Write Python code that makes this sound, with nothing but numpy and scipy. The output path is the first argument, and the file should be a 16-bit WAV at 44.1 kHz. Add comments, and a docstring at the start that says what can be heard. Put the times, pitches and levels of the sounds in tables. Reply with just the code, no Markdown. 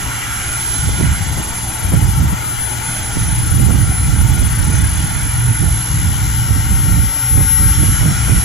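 """Twin-turbine model jet at taxi power

A jet on an airfield, heard through the two ports of a hand-held stereo microphone.
Two blade-passing tones near 11 kHz drift past each other and beat, over filtered-noise exhaust rush.
Noise gusts, buffets and short eddies shake the ports; low wavering harmonics form a generator hum.
"""
import sys
import numpy as np
from scipy import signal
from scipy.fft import rfft, irfft
from scipy.io import wavfile
from scipy.ndimage import uniform_filter1d, minimum_filter1d, map_coordinates

SR = 44100
rng = np.random.default_rng(int(sys.argv[2]) if len(sys.argv) > 2 else 0)


def to_wav(sig):
    """Store sig (one row per channel, or 1-D mono) as 16-bit WAV at the path in sys.argv[1].

    Samples outside -1..1 are clipped; the rate is SR.
    """
    pcm = np.clip(np.atleast_2d(sig), -1, 1) * 32767
    pcm = np.round(pcm).astype(np.int16)
    wavfile.write(sys.argv[1], SR, pcm.T)  # frames by channels


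N = 372204
TIME_S = np.arange(N) / SR
FREQS_HZ = np.fft.rfftfreq(N, 1 / SR)

# Mean blade-passing tone, first and second turbine: (time [s], frequency [Hz])
BLADE_TONE_A = [(0, 10790), (.38, 10720), (.6, 10745), (.85, 10805), (1.5, 10905), (2.05, 10964),
                (2.6, 10983), (3.0, 10974), (3.28, 10952), (4.05, 10961), (4.4, 10972), (5.7, 11030),
                (6.3, 11066), (6.9, 11092), (7.5, 11092), (8.3, 11107), (8.44, 11150)]
BLADE_TONE_B = [(0, 10878), (.6, 10838), (1.03, 10822), (1.5, 10885), (2.1, 10947), (2.5, 10973),
                (3.4, 10984), (3.9, 10963), (4.8, 10948), (5.35, 10968), (6.3, 10984), (7.5, 10970),
                (8.3, 10988), (8.44, 11035)]
# Narrow whistle beam swinging over the ports, before trim and flutter:
# (time [s], left level [dB], right level [dB], phase lead of left port [rad])
BEAM_A = [(0, -33, -35, -2.5), (.35, -41, -38, 1.5), (.6, -23, -25, -3), (1.2, -37, -30, -1.5),
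          (1.6, -27, -29.5, -0.5), (2.25, -24.5, -26, -3), (2.7, -20.5, -28, -1.9), (3.02, -34.5, -24, 0.5),
          (3.62, -17.5, -26, -2.4), (4.0, -41, -28, -1.5), (4.5, -19.5, -32, -2), (5.1, -32.5, -25, 1.5),
          (5.6, -25, -22.5, -0.3), (6.3, -20.5, -31, -2.2), (7.7, -10.5, -21, -1.8), (8.15, -21, -30, 3.3),
          (8.44, -21, -18, 1.3)]
BEAM_B = [(0, -34.5, -26, -2.5), (.4, -33, -24.5, -1.4), (.72, -28.5, -19, 0.9), (1.05, -37, -27, -0.2),
          (1.65, -30, -30, -1.9), (2.05, -21, -34, -2.5), (2.5, -32, -32, -2.5), (2.9, -28.5, -32, 1.5),
          (3.6, -27, -41, -1), (3.95, -21.5, -25.5, -.6), (4.3, -28, -40, -0.5), (5.5, -25.5, -24, -2),
          (6.4, -27.5, -29, -2.1), (7.25, -49, -47, -0.5), (7.9, -26.5, -27, -3.5), (8.44, -22.5, -30, 2)]
# First turbine's weaker tones, left port: (time [s], half-blade tone [dB], each tone above blade tone [dB])
SHAFT_LEVEL = [(0, -50, -62), (.4, -45, -60), (1.0, -52, -59), (1.8, -52, -53), (4.2, -48.5, -43),
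               (5.5, -47, -59), (7.6, -36, -55), (8.44, -37.5, -58)]
# Intake and tailpipe resonances: (centre [Hz], width scale [Hz], left peak [dB per Hz], right peak [dB per Hz])
DUCTS = [(192, 205, -61, -60), (875, 165, -59, -59), (1396, 54, -54.5, -55.5), (1503, 187, -60.5, -67),
         (2017, 310, -59, -65.5), (2393, 152, -60, -82), (2890, 178, -60.5, -66), (3092, 120, -61, -69.5),
         (3398, 193, -63.5, -63.5), (3955, 290, -67, -67.5), (4384, 99, -70, -67), (4890, 430, -67.5, -70),
         (5565, 220, -66, -67.5), (6200, 460, -65.5, -63), (6620, 250, -63, -71.5),
         (7260, 390, -64.5, -61.5), (7885, 550, -70.5, -69.5), (9130, 220, -75, -75.5),
         (11650, 370, -73, -78.5), (12900, 370, -82, -92)]
# Broad jet rush under the resonances: (frequency [Hz], left density [dB per Hz], right density [dB per Hz])
RUSH = [(100, -53.5, -56.5), (500, -72, -73.5), (1536, -61.5, -61.5), (4000, -102, -96), (8500, -98, -81.5),
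        (10100, -78, -78.5), (13030, -72.5, -72), (13900, -79, -94), (15900, -88, -92)]
# Slow swell of jet noise: (time [s], low growl [dB], exhaust roar [dB], intake hiss [dB])
FLOW = [(0, 3, 2.5, 0.8), (.28, -1, 5, -0.2), (.75, 0.5, -0.5, 3), (1.1, .6, 3, 0.5), (1.35, 2, -1.2, 0.4),
        (2.3, 1, -.5, -2), (3.0, 2, 0.4, 1), (3.6, 0.5, -0.5, -0.6), (4.25, 0.7, -.2, -0.6),
        (4.75, 1, 1.5, 0.9), (5.45, -1, 0, -1), (6.15, -0.5, -0.8, 0.5), (6.75, -1.5, 0.3, -0.3),
        (7.3, -0.5, -0.5, -0.5), (7.75, -2, 3.5, 2.5), (8.44, -0.5, 2.5, 1)]
# Correlation of jet noise between ports: (frequency [Hz], likeness [0-1])
JET_LIKENESS = [(100, 0.68), (500, 0.79), (900, 0.8), (1700, 0.59), (2200, 1), (2650, 0.47), (3400, 0.82),
                (4300, 0.92), (5300, 0), (6200, 0.86), (7400, 0.94), (8800, 0.5), (12000, 0.05),
                (15000, 0.3)]
# Jet noise phase: (frequency [Hz], lead of left port [rad])
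JET_LEAD = [(200, -0.63), (700, -0.034), (1080, 2.07), (1400, 0.68), (1750, 1.32), (2300, 0.4),
            (3050, -1.56), (3450, -0.79), (4200, -0.099), (5000, -1.2), (6000, -0.3), (7300, -0.52),
            (9000, 2.1), (13500, 0.029)]
# Generator harmonics, relative: (multiple of generator frequency [-], level [dB])
HUM = [(1, -36), (2, -29.5), (3, -48.5), (4, -63), (5, -50)]
# Generator swell, added to the harmonics: (time [s], gain [dB])
HUM_SWELL = [(0, -4), (.7, -5.5), (1.6, -2), (2.7, -4), (3.5, 5), (5, 5), (6.3, 6.5), (7.2, -1), (8.44, 5)]
# Gusts, before wind trim: (start [s], end [s], left level [dB], right level [dB])
GUSTS = [(0.774, 1.4, -16.5, -23), (1.84, 2.35, -15, -17.5), (3.16, 5.068, -17.5, -16.5),
         (5.04, 5.81, -19.5, -19), (5.89, 7.098, -17, -17.5), (7.353, 8.6, -16, -21)]
# Flow breaking away at the windward right port within a gust: (start [s], end [s], level [dB])
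BUFFETS = [(0.838, .92, -14), (1.02, 1.134, -9.5), (1.94, 2.106, -8), (2.173, 2.27, -10),
           (3.157, 3.35, -17.5), (3.511, 3.864, -7.5), (4.082, 4.48, -9), (4.578, 4.894, -10.5),
           (4.988, 5.05, -12), (5.46, 5.538, -10.5), (5.607, 5.702, -8.5), (6.052, 6.147, -14.5),
           (6.489, 6.597, -10.5), (6.695, 6.807, -9.5), (6.842, 7.057, -9.5), (7.307, 7.447, -7.5),
           (7.605, 7.715, -7), (7.77, 7.937, -7), (7.99, 8.12, -10), (8.293, 8.398, -6)]
# Wind colour, relative: (frequency [Hz], left density [dB per Hz], right density [dB per Hz])
WIND_COLOUR = [(12, -36, -25), (25, -31, -13), (40, -5.5, -3), (55, 2.5, .5), (101.5, -3, 4),
               (155, -7.5, -3.5), (216, -22.5, -14.5), (322, -24.5, -22), (388, -43, -34.5),
               (600, -45.5, -40), (1200, -64, -64), (3000, -85, -84)]
# Strong brief eddies, before trim: (centre time [s], length [s], left level [dB], right level [dB])
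EDDIES = [(1.012, 0.087, -30, -17), (1.387, 0.076, -39, -28), (1.939, .034, -22, -7.5),
          (2.334, .022, -25, -36), (3.172, .04, -33, -26), (3.706, 0.058, -28, -16),
          (4.727, 0.045, -34, -20.5), (6.864, 0.037, -33, -21), (7.393, 0.083, -38, -20.5),
          (7.45, 0.015, -27, -15), (7.62, .037, -33, -16), (7.835, .019, -28, -18),
          (8.048, 0.053, -32, -16), (8.297, .04, -31, -16.5)]
# Eddy colour, relative: (frequency [Hz], density [dB per Hz])
EDDY_COLOUR = [(60, -14), (170, 7.5), (300, -0.5), (420, -11.5), (600, -14), (1100, -21), (1600, -28),
               (5000, -76)]

BLADES = 12
GENERATOR_HZ = 59.04
CALM_LEFT_DB, CALM_RIGHT_DB = -28, -30
GUST_RISE_S, GUST_FALL_S = .025, .012
BUFFET_RISE_S, BUFFET_FALL_S = .01, .021
# small eddies shed by every buffet; level relative to the buffet
SHED_PER_S, SHED_LENGTH_S, SHED_DB, SHED_SPREAD_DB = 11, .018, -16, 5.5
MIRROR_HZ, EDGE_HZ, CEILING = 24000, 15850, .99


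def amp(db):
    """Decibels to gain."""
    return 10 ** (np.asarray(db) / 20)


def unit(x):
    """Scales to an overall rms of 1."""
    return x / np.sqrt(np.mean(x ** 2) + 1e-20)


def curve(rows):
    """Columns of a time table, at every sample."""
    time_s, *columns = np.transpose(rows)
    return np.array([np.interp(TIME_S, time_s, c) for c in columns])


def spectrum(rows):
    """Columns of a frequency table, at every bin, on a log axis."""
    hz, *columns = np.transpose(rows)
    return np.array([np.interp(np.log(FREQS_HZ + 1), np.log(hz + 1), c) for c in columns])


def drift(rate_hz, channels=1):
    """Slow random signal of rms 1, rolling off above the given rate."""
    white = rfft(rng.standard_normal((channels, N)))
    return unit(irfft(white / (1 + (FREQS_HZ / rate_hz) ** 2), N))


def noise_pair(likeness):
    """Spectra of white noise at two ports with the given correlation."""
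    a, b = rfft(rng.standard_normal((2, N)))
    likeness = np.clip(likeness, -1, 1)
    return np.array([a, likeness * a + np.sqrt(1 - likeness ** 2) * b])


def shaft_angle(blade_tone, wobble_hz=3, rate_hz=7):
    """Angle [rad] of a rotor whose speed trembles slightly; wobble is rms at the blade tone."""
    blade_hz = curve(blade_tone)[0] + wobble_hz * drift(rate_hz)[0]
    return 2 * np.pi * np.cumsum(blade_hz) / SR / BLADES


def whistle(angle, beam, fade_db=1.45, fade_hz=5, flutter_db=0.8, shimmer_rad=0.11, shimmer_hz=60):
    """Blade-passing tone; moving air fades it and shakes its level and phase at each port."""
    left_db, right_db, lead_rad = curve(beam)
    level_db = np.array([left_db, right_db])
    level_db = level_db + fade_db * drift(fade_hz, channels=2)
    level_db = level_db + flutter_db * drift(16, channels=2)
    phase_rad = lead_rad * np.array([[.5], [-.5]])
    phase_rad = phase_rad + shimmer_rad * drift(shimmer_hz, channels=2)
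    return np.sqrt(2) * amp(level_db) * np.sin(BLADES * angle + phase_rad)


def shaft_tones(angle, flutter_db=2.0, upper_flutter_db=2.5, half_right_db=-1, upper_right_db=-3):
    """Unequal blades add faint tones at other multiples of the shaft rate."""
    half_db, upper_db = curve(SHAFT_LEVEL)
    half = amp(half_db + flutter_db * drift(16)) * np.sin(BLADES / 2 * angle)
    upper = 0
    for k in (1, 2):
        level = amp(upper_db + upper_flutter_db * drift(9))
        upper = upper + level * np.sin((BLADES + k) * angle)
    # right port relative to left
    return np.sqrt(2) * (half * amp([[0], [half_right_db]]) + upper * amp([[0], [upper_right_db]]))


def turbines(trim_a_db=-0.16, trim_b_db=0.4):
    """Two rotors at nearly the same speed: their whistles beat."""
    first, second = shaft_angle(BLADE_TONE_A), shaft_angle(BLADE_TONE_B)
    whistles = amp(trim_a_db) * whistle(first, BEAM_A) + amp(trim_b_db) * whistle(second, BEAM_B)
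    return whistles + shaft_tones(first)


def waver(x, depth, rate_hz=5):
    """Moving air stretches and squeezes a sound (rms fraction), so its resonances wander."""
    stretch = depth * drift(rate_hz)[0]
    place = np.arange(N) + np.cumsum(stretch - stretch.mean())
    return np.array([map_coordinates(port, [place], order=3, mode="mirror") for port in x])


def jet_noise(growl_top_hz=1120, roar_top_hz=3000, growl_waver=.025, roar_waver=.014, hiss_waver=.005,
              flicker_db=0.32, level_db=0.02):
    """Turbulent flow coloured by the ducts; growl, roar and hiss swell and waver separately."""
    power = amp(spectrum(RUSH)) ** 2
    for hz, width_hz, left_db, right_db in DUCTS:
        resonance = 1 / (1 + ((FREQS_HZ - hz) / width_hz) ** 2) ** 3
        power = power + amp([[left_db], [right_db]]) ** 2 * resonance
    under_growl = 1 / (1 + (FREQS_HZ / growl_top_hz) ** 16)
    under_roar = 1 / (1 + (FREQS_HZ / roar_top_hz) ** 16)
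    shares = under_growl, abs(under_roar - under_growl), 1 - under_roar
    depths = growl_waver, roar_waver, hiss_waver
    out = np.zeros((2, N))
    for share, depth, swell_db in zip(shares, depths, curve(FLOW)):
        bins = noise_pair(spectrum(JET_LIKENESS)[0]) * np.sqrt(share * power * SR / 2)
        bins[0] *= np.exp(1j * spectrum(JET_LEAD)[0])
        out += waver(irfft(bins, N), depth) * amp(level_db + swell_db + flicker_db * drift(39))
    return out


def patches(x, depth_db=2.0):
    """Uneven grain in the jet rush: random gain in small patches of time and frequency."""
    bins = signal.stft(x, nperseg=2048, noverlap=1536)[2]
    field = rng.standard_normal(bins.shape[1:])
    field = uniform_filter1d(field, size=4, axis=0)  # over frequency
    field = uniform_filter1d(field, size=9, axis=1)  # over time
    gain = unit(amp(depth_db * unit(field)))
    return signal.istft(bins * gain, nperseg=2048, noverlap=1536)[1][:, :N]


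def generator(wander=0.01193, flutter_db=3.5):
    """A distant engine: a few low harmonics; speed (rms fraction) and levels waver."""
    speed_hz = GENERATOR_HZ * (1 + wander * drift(3.3)[0])
    angle = 2 * np.pi * np.cumsum(speed_hz) / SR
    hum = 0
    for k, db in HUM:
        level = amp(db + flutter_db * drift(7.0))
        hum = hum + level * np.sin(round(k) * angle + 2 * np.pi * rng.random())
    return np.sqrt(2) * hum * amp(curve(HUM_SWELL))


def swell(start_s, end_s, rise_s, fall_s):
    """Rises around the start, holds near 1, falls around the end."""
    rise = 1 + np.tanh((TIME_S - start_s) / rise_s)
    fall = 1 - np.tanh((TIME_S - end_s) / fall_s)
    return rise * fall / 4


def wind_strength_db(restless_db=2.5, restless_hz=5):
    """Power sum at each port: restless light breeze, gusts, and buffets on the windward right."""
    calm_db = np.array([[CALM_LEFT_DB], [CALM_RIGHT_DB]])
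    power = amp(calm_db + restless_db * drift(restless_hz)) ** 2
    for start_s, end_s, left_db, right_db in GUSTS:
        power += (amp([[left_db], [right_db]]) * swell(start_s, end_s, GUST_RISE_S, GUST_FALL_S)) ** 2
    for start_s, end_s, db in BUFFETS:
        power[1] += (amp(db) * swell(start_s, end_s, BUFFET_RISE_S, BUFFET_FALL_S)) ** 2
    return 10 * np.log10(power)


def wind(level_db=0.42, likeness=0.38, split_hz=190, brighten=0.38, lumps_db=3.5, steadiness=0.52,
         flap_db=1.3):
    """Pressure lumps at each port; stronger gusts shed smaller eddies and sound brighter."""
    bins = noise_pair(likeness) * amp(spectrum(WIND_COLOUR))
    low = 1 / (1 + (FREQS_HZ / split_hz) ** 4)
    gust_db = wind_strength_db()
    excess_db = gust_db - np.percentile(gust_db, 80, axis=1, keepdims=True)
    small_gain = amp(brighten * excess_db + lumps_db * drift(11, channels=2))
    air = irfft(bins * low, N) + small_gain * irfft(bins * (1 - low), N)
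    air = np.array([unit(port) for port in air])
    # partly even out the short-term power (82 ms)
    push = uniform_filter1d(air ** 2, size=3600) + 1e-6
    air = air / push ** (np.clip(steadiness, 0, 1) / 2)
    return air * amp(gust_db + level_db + flap_db * drift(20))


def puff(centre_s, length_s):
    """Bell-shaped swell around one moment; length is between its 1/e points."""
    return np.exp(-np.minimum((2 * (TIME_S - centre_s) / length_s) ** 2, 20))


def eddies(level_db=4.5, tear_db=5.0, tear_hz=70):
    """Short, ragged, brighter puffs: a few strong ones, and small ones at random within buffets."""
    air = irfft(noise_pair(0.48) * amp(spectrum(EDDY_COLOUR)), N)
    air = unit(air * amp(tear_db * drift(tear_hz)))
    puffs = np.zeros((2, N))
    for centre_s, length_s, left_db, right_db in EDDIES:
        puffs += amp([[left_db], [right_db]]) * puff(centre_s, length_s)
    for start_s, end_s, db in BUFFETS:
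        count = round((end_s - start_s) * SHED_PER_S)
        for place, size in rng.random((count, 2)):
            shed_db = db + SHED_DB + SHED_SPREAD_DB * (2 * size - 1)
            shed = amp(shed_db) * puff(start_s + place * (end_s - start_s), SHED_LENGTH_S)
            puffs[1] = np.maximum(puffs[1], shed)
    return amp(level_db) * air * puffs


def buffeting(most=0.94):
    """The strongest pushes of air flatten softly at the ports."""
    air = wind() + eddies()
    return air / (1 + (air / most) ** 4) ** .25


def scene():
    """Jet, field and wind."""
    return turbines() + patches(jet_noise()) + generator() + buffeting()


def record(dry, mirror_left_db=-23, mirror_right_db=-31):
    """Resampling adds a faint whistle image mirrored about 12 kHz; then limiter and band limit."""
    treble = irfft(rfft(dry) * (abs(FREQS_HZ - 11000) < 400), N)
    mirror = (signal.hilbert(treble).conj() * np.exp(2j * np.pi * MIRROR_HZ * TIME_S)).real
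    wet = dry + amp([[mirror_left_db], [mirror_right_db]]) * mirror
    gain = np.minimum(1, CEILING / (abs(wet).max(0) + 1e-9))
    wet = wet * uniform_filter1d(minimum_filter1d(gain, size=900), size=900)
    lowpass = signal.firwin(511, EDGE_HZ, window=("kaiser", 9), fs=SR)
    return signal.oaconvolve(wet, lowpass[None], "same")


dry = scene()
out = record(dry)
to_wav(out)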